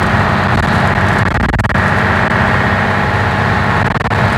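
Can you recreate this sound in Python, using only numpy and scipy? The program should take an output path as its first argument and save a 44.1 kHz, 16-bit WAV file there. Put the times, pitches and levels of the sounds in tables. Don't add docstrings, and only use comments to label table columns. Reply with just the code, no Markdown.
import sys
import numpy as np
from scipy import signal
from scipy.fft import rfft, irfft
from scipy.io import wavfile
from scipy.ndimage import uniform_filter1d

SR = 44100
rng = np.random.default_rng(int(sys.argv[2]) if len(sys.argv) > 2 else 0)


def master_out(mix):
    frames = np.transpose(np.atleast_2d(mix))
    ceiling = np.clip(frames, -1, 1)
    pcm = np.round(ceiling * 32767).astype(np.int16)
    wavfile.write(sys.argv[1], SR, pcm)


N = 193025
TIME = np.arange(N) / SR
CYLINDERS = 6


def undb(db):
    return 10 ** (np.asarray(db) / 20)


def level(x, db):
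    return x * undb(db) / np.sqrt(np.mean(x ** 2))


def curves(table):
    time_s, *columns = np.transpose(table)
    return [np.interp(TIME, time_s, column) for column in columns]


def noise():
    return rng.standard_normal(N)


def wander(rate_hz):
    hz = np.arange(N // 2 + 1) * SR / N
    return level(irfft(rfft(noise()) / (1 + (2 * hz / rate_hz) ** 4), N), 0)


def colour(x, points):
    hz, db = np.transpose(points)
    log_hz = np.log(np.arange(N // 2 + 1) * SR / N + 1)
    outside = np.maximum(np.log(hz[0]) - log_hz, 0) + np.maximum(log_hz - np.log(hz[-1]), 0)
    return irfft(rfft(x) * undb(np.interp(log_hz, np.log(hz), db) - 20 * outside), N)


def ring(x, modes):
    return sum(undb(db) * signal.lfilter(*signal.iirpeak(hz, hz / width, fs=SR), x)
               for hz, width, db in modes)


# multiple_of_cycle, level_db
DRONE_TONES = [(4, -34.5), (5, -30), (6, -22.5), (7, -30.5), (8, -25.5), (9, -31.5), (10, -27.5), (12, -26),
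               (14, -28)]
GEAR_ORDERS = [24, 28, 39, 43, 44, 51, 53, 66, 80]
# pitch_hz, width_hz, centre_level_db
CASING_MODES = [(378.6, 14, -33.5), (462.7, 12, -31), (629.3, 17, -29), (673, 12, -30.5), (718, 9.4, -29.5),
                (774, 12, -23.5), (837.5, 26, -25.5), (1085, 9.9, -32.5), (1245, 20, -29)]
def drone_and_whine(cycle, firing_hz, waver_db=1, drift_rad=0.1):
    tones = [(round(order), undb(db)) for order, db in DRONE_TONES]
    for order in GEAR_ORDERS:
        whine_hz = order * firing_hz / CYLINDERS
        power = sum(undb(db) ** 2 / (1 + (2 * (whine_hz - hz) / width) ** 2)
                    for hz, width, db in CASING_MODES)
        tones.append((order, np.sqrt(power)))
    sound = 0
    for order, rms in tones:
        phase = 2 * np.pi * (order * cycle + rng.random()) + drift_rad * wander(1.5)
        sound += np.sqrt(2) * rms * undb(waver_db * wander(2.4)) * np.sin(phase)
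    return sound


def clatter(cycle, harmonics=320):
    grid = np.arange(2 ** 13) / 2 ** 13
    pattern = irfft(np.exp(2j * np.pi * rng.random(harmonics)), len(grid))
    return level(np.interp(cycle, grid, pattern, period=1), 0)


CYLINDER_KNOCKS = [-1.3, -0.33, 1.8, -1.2, -1.3, -0.71]
def diesel_knock(cycle, fresh_db=-9, decay_firings=0.4, sustain=0.7, scatter_db=1):
    firing, since_firing = np.divmod(cycle * CYLINDERS, 1)
    firing = firing.astype(int)
    strength = undb(np.array(CYLINDER_KNOCKS)[firing % CYLINDERS] + scatter_db * noise()[firing])
    impacts = clatter(cycle) + 0.3 * wander(1.4) * clatter(cycle) + undb(fresh_db) * noise()
    return strength * (sustain + np.exp(-since_firing / decay_firings)) * impacts


# freq_hz, gain_db
BLOCK_SPECTRUM = [(150, 9), (260, -2.5), (350, -0.5), (430, -7), (600, 0.5), (780, 2.5), (1100, 1.5),
                  (1500, 0), (1900, -8.5), (2050, -16.5), (2500, -13), (3200, -16.5), (5000, -32.5)]
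def engine_block(knocks):
    return level(colour(knocks, BLOCK_SPECTRUM), -18.5)


# pitch_hz, width_hz, gain_db
COVER_MODES = [(1673, 38, 3), (1824, 13, 0.5), (1884, 84, 8.5), (2157, 18, 9.5)]
def engine_covers(knocks, cycle, swing_db=1.65):
    shake = undb(swing_db * np.cos(4 * np.pi * (cycle - 1 / 3)))
    drive = colour(knocks * shake, [(1400, 7), (1650, 7), (2000, 1), (2400, -6.5)])
    return level(ring(drive, COVER_MODES), -24.5)


# pitch_hz, width_hz, gain_db
PANEL_MODES = [(394.7, 5.5, -6), (1183, 13, -4), (1346, 16.5, -2), (1425, 28, -7), (1710, 3, 6.5),
               (1786, 6.3, 2), (1870, 11.6, 0.5), (2310, 6.9, -10)]
def cab_panels(cycle):
    return level(ring(clatter(cycle), PANEL_MODES), -24)


# time_s, firing_hz
ENGINE_SPEED = [(0.0, 93.15), (3.0, 97.95), (3.3, 98.8), (3.55, 98.24), (4.1, 99.4), (4.38, 99.47)]
# time_s, knock_gain_db, cover_gain_db
ENGINE_PULL = [(0, 1, -3), (.4, 1.5, -5), (.9, 0.5, 1.5), (1.8, 0, 4.5), (2.3, 2, 3.5), (2.85, -1.5, 2.5),
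               (3.2, -2, -1.5), (4.38, 1.5, -0.5)]
def engine():
    firing_hz, = curves(ENGINE_SPEED)
    knock_db, cover_db = curves(ENGINE_PULL)
    cycle = np.cumsum(firing_hz) / SR / CYLINDERS
    tones = drone_and_whine(cycle, firing_hz)
    knocks = diesel_knock(cycle)
    block_and_panels = (engine_block(knocks) + cab_panels(cycle)) * undb(knock_db)
    return tones + block_and_panels + engine_covers(knocks, cycle) * undb(cover_db)


# freq_hz, gain_db
RUMBLE_SPECTRUM = [(20, -7), (42, 0.5), (65, -2), (110, 5), (160, -3.5), (220, -1.5), (290, -13.5),
                   (500, -20), (1000, -49)]
# freq_hz, gain_db
RUSH_SPECTRUM = [(150, -16), (350, 1.5), (800, 4.5), (1800, 1), (2200, -2.5), (3100, -10.5), (4200, -14),
                 (5300, -23), (8000, -28.5), (10000, -34), (13000, -38), (16000, -49)]
def road(shake, smooth_db=-1, bump_rise_db=5):
    rumble = level(colour(noise(), RUMBLE_SPECTRUM), -20.5) * undb(smooth_db + bump_rise_db * shake)
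    rush = level(colour(noise(), RUSH_SPECTRUM), -19.5) * undb(0.43 * wander(12))
    return rumble + rush


# time_s, level_db
FRAME_BUZZ = [(0, -42), (.68, -36), (.9, -39), (1.0, -49), (1.8, -58), (3.0, -43.5), (4.38, -40)]
def window_buzz(flutter_db=2):
    buzz_db, = curves(FRAME_BUZZ)
    band = ring(ring(noise(), [(3980, 900, 0)]), [(4020, 830, 0)])
    return level(band, 0) * undb(buzz_db + flutter_db * wander(50))


# centre_s, half_length_s, strength
ROAD_BUMPS = [(0.034, .2, 0.86), (0.67, 0.21, 0.83), (1.44, 0.4, 1), (4.09, 0.35, 0.72)]
def body_shake():
    return sum(strength * np.exp(-((TIME - centre_s) / half_s) ** 2)
               for centre_s, half_s, strength in ROAD_BUMPS)


# start_s, gain_db
FITTING_TAPS = [(0.0333, -32), (0.0667, -30), (0.0944, -31), (0.168, -33), (0.1955, -27), (0.2294, -32),
                (0.4359, -26), (0.5931, -21), (0.7357, -32), (0.752, -25), (0.7804, -26), (1.0844, -30),
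                (1.2111, -31), (1.489, -22), (1.5948, -21), (2.3054, -26), (4.3256, -27)]
# freq_hz, gain_db
FITTING_SPECTRUM = [(2500, -10), (4200, 11.5), (5500, 4), (7800, 5), (10000, 0), (12500, -7), (15500, -16)]
def window_rattles(shake, smooth_db=-4.5, bump_rise_db=13, tap_db=-6.5, decay_s=0.0053, count=500):
    taps, chatter = np.zeros(N), np.zeros(N)
    for start_s, db in FITTING_TAPS:
        taps[int(start_s * SR)] = undb(db + tap_db)
    chatter[rng.integers(0, N, count)] = undb(rng.normal(-46.5, 5, count))
    chatter *= undb(smooth_db + bump_rise_db * shake)
    envelope = signal.lfilter([1], [1, -np.exp(-1 / (decay_s * SR))], taps + chatter)
    return envelope * level(colour(noise(), FITTING_SPECTRUM), 0)


def scene():
    shake = body_shake()
    windows = window_rattles(shake) + window_buzz()
    return (engine() + road(shake) + windows)[None]


# start_s, end_s, thud_gain_db
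PRESSURE_SWINGS = [(0.475, .482, -22), (0.559, .571, -1), (.606, 0.625, -2.5), (0.663, 0.671, -23),
                   (.939, 0.95, -9), (1.233, 1.252, -7.5), (1.286, 1.305, -6), (1.327, 1.342, -16),
                   (1.375, 1.399, -1.5), (1.413, 1.428, 0.5), (1.462, 1.486, -1), (1.501, 1.53, -5),
                   (1.553, 1.587, 2), (1.608, 1.638, -0.5), (1.662, 1.693, -7), (1.718, 1.744, -4.5),
                   (2.282, 2.299, -6), (3.831, 3.844, -42), (3.884, 3.902, -5), (3.924, 3.945, -17),
                   (3.977, 4.0, -17), (4.02, 4.042, -9), (4.075, 4.104, -4.5), (4.139, 4.146, -10)]
def microphone_choke(x, depth_db=-59.5, thud_db=0.5, full_press_s=0.024):
    shut_db, jolts = np.zeros(N), np.zeros(N)
    for start_s, end_s, db in PRESSURE_SWINGS:
        length_s = end_s - start_s
        progress = np.clip((TIME - start_s) / length_s, 0, 1)
        arch = 4 * progress * (1 - progress)
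        pressure = min(length_s / full_press_s, 1) * arch
        shut_db += depth_db * np.sqrt(pressure)
        jolts -= undb(thud_db + db) * (progress > 0) * (1 - progress) ** 2
    thuds = signal.sosfilt(signal.butter(3, 260, fs=SR, output="sos"), jolts)
    return x * uniform_filter1d(undb(shut_db), size=24) + thuds


def record(dry, bass_hz=50, top_hz=15900):
    bass_cut = signal.butter(6, bass_hz, "highpass", fs=SR, output="sos")
    top_cut = signal.ellip(10, 0.2, 80, top_hz, fs=SR, output="sos")
    picked_up = signal.sosfilt(bass_cut, microphone_choke(dry))
    return signal.sosfilt(top_cut, np.clip(picked_up, -1, 1))


dry = scene()
out = record(dry)
master_out(out)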